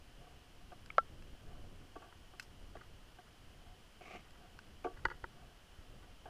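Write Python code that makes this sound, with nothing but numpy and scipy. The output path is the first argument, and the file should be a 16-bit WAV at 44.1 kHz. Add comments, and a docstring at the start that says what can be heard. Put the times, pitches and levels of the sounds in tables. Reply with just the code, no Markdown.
"""Drifting under the ice

A camera in a watertight housing drifts over a weedy lake bed under ice, in faint hiss and rumble.
Contacts excite damped modes: dull knocks and a juddering bump on the housing, clacks of its mount,
and a few sharp ticks in the water, probably from the ice, with one duller clack among them.
Friction noise drives the wash and rustles. Shaped noise makes the scrapes, sizzle, rumble and hiss;
low damped sines make the jolts. Two bubbles pop close by, each a noise snap and a few short modes."""
import sys
import numpy as np
from scipy import signal
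from scipy.fft import rfft, irfft, next_fast_len
from scipy.io import wavfile
from scipy.ndimage import map_coordinates

SR = 44100
rng = np.random.default_rng(int(sys.argv[2]) if len(sys.argv) > 2 else 0)


def to_wav(sig):
    """Store sig (one row per channel, or 1-D mono) as 16-bit WAV at the path in sys.argv[1].

    Samples outside -1..1 are clipped; the rate is SR.
    """
    pcm = np.clip(np.atleast_2d(sig), -1, 1) * 32767
    pcm = np.round(pcm).astype(np.int16)
    wavfile.write(sys.argv[1], SR, pcm.T)  # frames by channels


N = 277389  # length in samples


def amp(db):
    """Logarithmic level: decibels to linear gain."""
    return 10 ** (np.asarray(db) / 20)


def unit(x):
    """Normalisation: the signal scaled to rms 1."""
    return x / np.sqrt(np.mean(x ** 2) + 1e-20)


def noise():
    """White noise: equal power at all frequencies, over the whole scene."""
    return rng.standard_normal(N)


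def wobble(rate):
    """Slow random modulation: a smooth curve through rate random knots a second."""
    knots = rng.standard_normal(int(N * rate / SR) + 4)
    return map_coordinates(knots, [np.arange(N) * rate / SR])


def filtered(x, response):
    """Linear filtering: the spectrum of x times a response of frequency."""
    size = next_fast_len(N + SR // 2)
    spectrum = rfft(x, size) * response(np.fft.rfftfreq(size, 1 / SR))
    return irfft(spectrum, size)[:N]


def coloured(x, spectrum):
    """Spectral shaping: x weighted by (Hz, dB) points on a log frequency axis, at rms 1."""
    hz_points, db_points = np.transpose(spectrum)

    def response(hz):
        return amp(np.interp(np.log(hz + 1), np.log(hz_points), db_points))
    return unit(filtered(x, response))


def add(track, s, sound):
    """Superposition: mix a sound into the track at time s."""
    part = track[round(s * SR):][:len(sound)]
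    part += sound[:len(part)]


def ring(modes):
    """Modal decay: damped sines of alternating sign, so that the ring takes a moment to build."""
    t = np.arange(SR // 4) / SR
    total = np.zeros(len(t))
    for k, (hz, db, t60) in enumerate(modes):
        total += (-1) ** k * amp(db - 60 * t / t60) * np.sin(2 * np.pi * hz * t)
    return total


def blows(events, modes, rub):
    """Impact excitation: a push and a short rough rub; a soft contact leaves high modes still."""
    track, body = np.zeros(N), ring(modes)
    t = np.arange(len(body)) / SR
    for s, db, bright_hz, t60 in events:
        push = t == 0
        # the longer the rub, the more it outweighs the push
        force = push + rub * rng.standard_normal(len(t)) * amp(-60 * t / t60)
        force = signal.lfilter([1], [1, -np.exp(-2 * np.pi * bright_hz / SR)], force)
        sound = signal.fftconvolve(force, body)
        # strength is the blow's energy, as an rms over 10 ms
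        strength = np.sqrt(np.sum(sound ** 2) / (SR / 100))
        add(track, s, amp(db) * sound / strength)
    return track


def rubbed(modes, grain_db):
    """Friction excitation: uneven rubbing keeps a set of modes ringing, at rms 1."""
    friction = noise() * amp(grain_db * wobble(120))
    return unit(signal.fftconvolve(friction, ring(modes))[:N])


def swells(events, rise_s, fall_s):
    """Exponential envelope: the gain of events that grow and fade; a third column stretches time."""
    gain = np.zeros(N)
    for s, db, *stretch in events:
        t = (np.arange(N) / SR - s) / np.prod(stretch)
        gain += amp(db) * np.exp(-np.abs(t) / np.where(t < 0, rise_s, fall_s))
    return gain


# Modes of the housing. Each row: frequency in Hz, relative level in dB, t60 in seconds.
HOUSING = [(290, -14.5, 0.097), (377, -8, 0.055), (459, -8, 0.06), (720, 1, 0.054), (906, -13, 0.049),
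           (1141, -8, 0.066), (1570, -3.5, 0.018), (2600, -16, 0.025), (3240, -11, .01)]
# Dull knocks on the housing. Each row: start in seconds, strength in dB, contact brightness in Hz,
# rub t60 in seconds.
KNOCKS = [(.612, -63, 2000, 0.033), (.719, -49.5, 2000, 0.061), (1.9565, -52.5, 1200, 0.0078),
          (1.961, -46, 1000, 0.037), (2.336, -56.5, 2500, 0.072), (2.7535, -49.5, 2490, 0.008),
          (2.7563, -49.5, 2020, 0.035), (3.187, -53.5, 2500, 0.038), (4.0105, -55.5, 4000, 0.014),
          (4.1505, -48, 4000, 0.0092), (4.898, -52, 200, 0.16), (6.256, -47, 2520, 0.17)]


def knocks():
    """Impact on a resonant shell: each contact sets the housing's modes ringing."""
    return blows(KNOCKS, HOUSING, rub=0.12)


BUMP_S, BUMP_DB, BUMP_HZ = 4.8465, -34.5, 1300  # first contact: time, strength before muffling, brightness
MUFFLE_HZ = 990  # low-pass corner set by the bump's softness
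JUDDER_GAP_S, JUDDER_T60 = .0109, 0.03  # time between contacts, rub of each
JUDDER_LOSS_DB = 1.3  # loss at the second contact; it grows as the square of the count


def judder(count=4):
    """Chatter: a soft, heavy bump makes evenly spaced contacts, each weaker than the last."""
    contacts = []
    for k in range(count):
        strength_db = BUMP_DB - JUDDER_LOSS_DB * k ** 2
        contacts.append((BUMP_S + k * JUDDER_GAP_S, strength_db, BUMP_HZ, JUDDER_T60))
    bump = blows(contacts, HOUSING, rub=0.088)
    return signal.lfilter(*signal.butter(2, MUFFLE_HZ, fs=SR), bump)


# Modes of the mount. Each row: frequency in Hz, relative level in dB, t60 in seconds.
MOUNT = [(360, -8.5, 0.047), (536, -20.5, 0.061), (700, -29, 0.018), (928, -4, 0.029), (1227, 2, 0.018),
         (1460, 3, 0.016), (1660, -7.5, 0.04), (1930, -1.5, 0.019), (2230, -35, 0.019), (2920, -21, 0.03),
         (4660, -13, 0.0096), (6540, -15, 0.0027)]
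# Clacks of the mount. Each row: start in seconds, strength in dB, contact brightness in Hz,
# rub t60 in seconds.
CLACKS = [(2.1255, -59, 5000, 0.0049), (2.769, -56, 3970, 0.016), (5.0513, -44, 5000, 0.0075),
          (5.0533, -31, 4000, 0.0025), (5.0553, -33.5, 3000, 0.023), (5.0845, -51, 2980, 0.0098),
          (5.101, -47.5, 10000, 0.042), (5.1128, -46, 4030, 0.048), (5.2408, -41.5, 1230, 0.022)]


def clacks():
    """Impact of hard parts: mostly bright contacts set the mount's modes ringing."""
    return blows(CLACKS, MOUNT, rub=0.11)


# Slow pushes of water as the camera is jolted. Each row: start in seconds, level at the onset of
# the decay in dB, frequency in Hz.
JOLTS = [(4.944, -39, 45), (5.048, -35.5, 79), (5.068, -31, 44), (5.236, -35, 45), (5.788, -38, 69)]


def jolts(t60=0.043):
    """Damped oscillation: a jolt moves the water for a few cycles at most."""
    track = np.zeros(N)
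    for s, db, hz in JOLTS:
        add(track, s, ring([(hz, db, t60)]))
    return track


# Something scraping along the housing. Each row: start in seconds, length in seconds, final level
# in dB, release t60 in seconds.
SCRAPES = [(4.007, 0.15, -52, .17), (4.84, 0.018, -51, 0.036)]
CATCH_S, PRESS_DB_PER_S = 0.0044, 49  # a scrape catches quickly, then grows
# Spectrum of a scrape. Each row: frequency in Hz, relative density in dB per Hz.
BRISTLES = [(150, -1), (300, 1.5), (450, 1.5), (560, -1), (720, 6.5), (950, -15), (1150, 2), (1500, -8),
            (1850, -10), (2200, 2.5), (2570, -0.5), (3500, -14.5), (6700, -21), (10000, -38)]


def brush(grain_db=2.5):
    """Stick and slip: many tiny slips in clumps make a scrape, which presses harder until it lets go."""
    slips = noise() * amp(grain_db * wobble(300))
    pressure = np.zeros(N)
    for s, length, db, t60 in SCRAPES:
        t = np.arange(N) / SR - s
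        growth = PRESS_DB_PER_S * (t - length)
        release = -60 * (t - length) / t60
        pressure += np.clip(t / CATCH_S, 0, 1) * amp(db + np.minimum(growth, release))
    return pressure * coloured(slips, BRISTLES)


# The mount shifting and rustling. Each row: time of the peak in seconds, peak level in dB, length
# as a multiple of the usual.
STIRS = [(2.812, -60, 2), (3.272, -64, 1), (4.262, -64, 1.5), (4.357, -57, 1.5), (4.975, -57, 3),
         (5.145, -62, 1.5), (5.82, -61.5, 1), (6.04, -62, 1)]


def stirs(rise_s=0.0095, fall_s=0.011):
    """Friction-driven resonance: the mount rustles in brief soft swells."""
    return swells(STIRS, rise_s, fall_s) * rubbed(MOUNT, grain_db=6.5)


# Modes of the two bubbles. Each row: frequency in Hz, level in dB, t60 in seconds.
BIG_BUBBLE = [(521, -19.5, 0.02), (710, -14.5, 0.012), (834, -27, 0.033), (1137, -15.5, 0.016),
              (1345, -15.5, 0.053), (1615, -25, 0.026), (2125, -26.5, .012), (3110, -31, 0.0054),
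              (4020, -37.5, 0.011), (5000, -39, 0.0072)]
SMALL_BUBBLE = [(1285, -43.5, 0.026), (2160, -32, 0.013), (2310, -30.5, 0.0094), (3300, -48, .012)]
# The pops. Each row: start in seconds, modes of the bubble.
BUBBLES = [(0.9029, SMALL_BUBBLE), (0.9818, BIG_BUBBLE)]


def bubbles(snap_db=-22, snap_t60=0.00075):
    """Bubble resonance: each breaks with a tiny snap and rings briefly; a low-pass softens its onset."""
    track = np.zeros(N)
    for s, modes in BUBBLES:
        pop = ring(modes)
        t = np.arange(len(pop)) / SR
        snap = amp(snap_db - 60 * t / snap_t60) * rng.standard_normal(len(t))
        add(track, s, pop + np.abs(pop).max() * snap)  # snap level is relative to the pop's peak
    return signal.lfilter(*signal.butter(2, 5800, fs=SR), track)


# Modes of the ticks. Each row: frequency in Hz, relative level in dB, t60 in seconds.
ICE = [(800, -11.5, 0.012), (1530, 1, 0.017), (2180, -5.5, 0.012), (2640, -3, 0.021), (3240, -3.5, 0.0075),
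       (4100, -6.5, 0.011), (5000, -1, 0.0068), (6000, -8, 0.0045), (7420, -5.5, 0.0081),
       (10500, -4, 0.0024), (12300, -13.5, .004)]
# Sharp near ticks, and at 4.59 s a duller clack. Each row: start in seconds, strength in dB,
# contact brightness in Hz, crackle t60 in seconds.
TICKS = [(.8605, -61, 8000, 0.0096), (1.2235, -64, 4000, .006), (2.397, -44, 12000, 0.022),
         (4.307, -65.5, 5000, 0.017), (4.5897, -53, 1300, 0.0089)]
# Spurts of sizzle that trail the loudest tick. Each row: time of the peak in seconds, peak level in dB.
SIZZLES = [(2.402, -57), (2.427, -58)]
SIZZLE_RISE_S, SIZZLE_FALL_S = .003, 0.01  # time constants
# Spectrum of the sizzle. Each row: frequency in Hz, relative density in dB per Hz.
SIZZLE = [(1000, -7), (3500, -13), (5200, -2), (7500, -14), (13000, -22)]


def ice(far_rate=6, far_db=-66, scatter_db=3):
    """Impulsive excitation: near ticks and a duller clack, a sizzle, and faint far ticks at random."""
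    near = blows(TICKS, ICE, rub=0.19)
    sizzle = swells(SIZZLES, SIZZLE_RISE_S, SIZZLE_FALL_S) * coloured(noise(), SIZZLE)
    # far_rate is the mean number of far ticks a second
    impulses = (rng.random(N) < far_rate / SR) * amp(far_db + scatter_db * noise())
    tick = ring(ICE)
    far = signal.fftconvolve(impulses, tick / np.abs(tick).max())[:N]
    return near + sizzle + far


# Surges of water past the housing. Each row: time of the peak in seconds, peak level in dB, length
# as a multiple of the usual.
SURGES = [(.265, -63, 1.1), (1.53, -63, 1), (2.04, -54, .35), (3.68, -64, .7), (4.44, -61.5, .6),
          (5.39, -63, 1), (6.04, -69, 1)]
SURGE_RISE_S, SURGE_FALL_S = 0.071, 0.092  # time constants of a usual surge
FLOW_DB = -78  # the steady flow between surges


def wash():
    """Flow-induced vibration: a faint steady flow and its surges ring the housing."""
    surges = swells(SURGES, SURGE_RISE_S, SURGE_FALL_S)
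    flow = np.hypot(amp(FLOW_DB), surges)  # powers add
    return flow * rubbed(HOUSING, grain_db=3)


# Spectra of the rumble and the hiss. Each row: frequency in Hz, relative density in dB per Hz.
RUMBLE = [(10, -1), (28, 1), (45, -5), (90, -7.5), (160, -15), (300, -19.5), (600, -26.5), (1200, -46.5),
          (2500, -93)]
HISS = [(100, 6.5), (700, 4), (1550, 3), (2200, -0.5), (2650, 1.5), (3020, 6.5), (3650, -4), (5100, -4),
        (6300, -8), (8500, -11.5), (10000, -9.5), (11400, -16), (12700, -14.5), (15200, -18)]


def background(rumble_db=-58.0, hiss_db=-65, unrest_db=2.5, lumps_db=1.5):
    """Broadband noise: a restless, lumpy rumble of the water under an even hiss."""
    level_db = rumble_db + unrest_db * wobble(4.96) + lumps_db * wobble(25)
    rumble = coloured(noise(), RUMBLE) * amp(level_db)
    hiss = amp(hiss_db) * coloured(noise(), HISS)
    return rumble + hiss


def scene():
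    """Superposition: the pressures of all sources add at one microphone."""
    contacts = knocks() + judder() + clacks() + jolts() + brush() + stirs()
    water = bubbles() + ice() + wash() + background()
    return (contacts + water)[None]


TOP_HZ = 15290  # the camera's band limit


def record(dry):
    """Band limiting: the camera keeps nothing above its band limit."""
    return filtered(dry[0], lambda hz: hz < TOP_HZ)[None]


dry = scene()
out = record(dry)
to_wav(out)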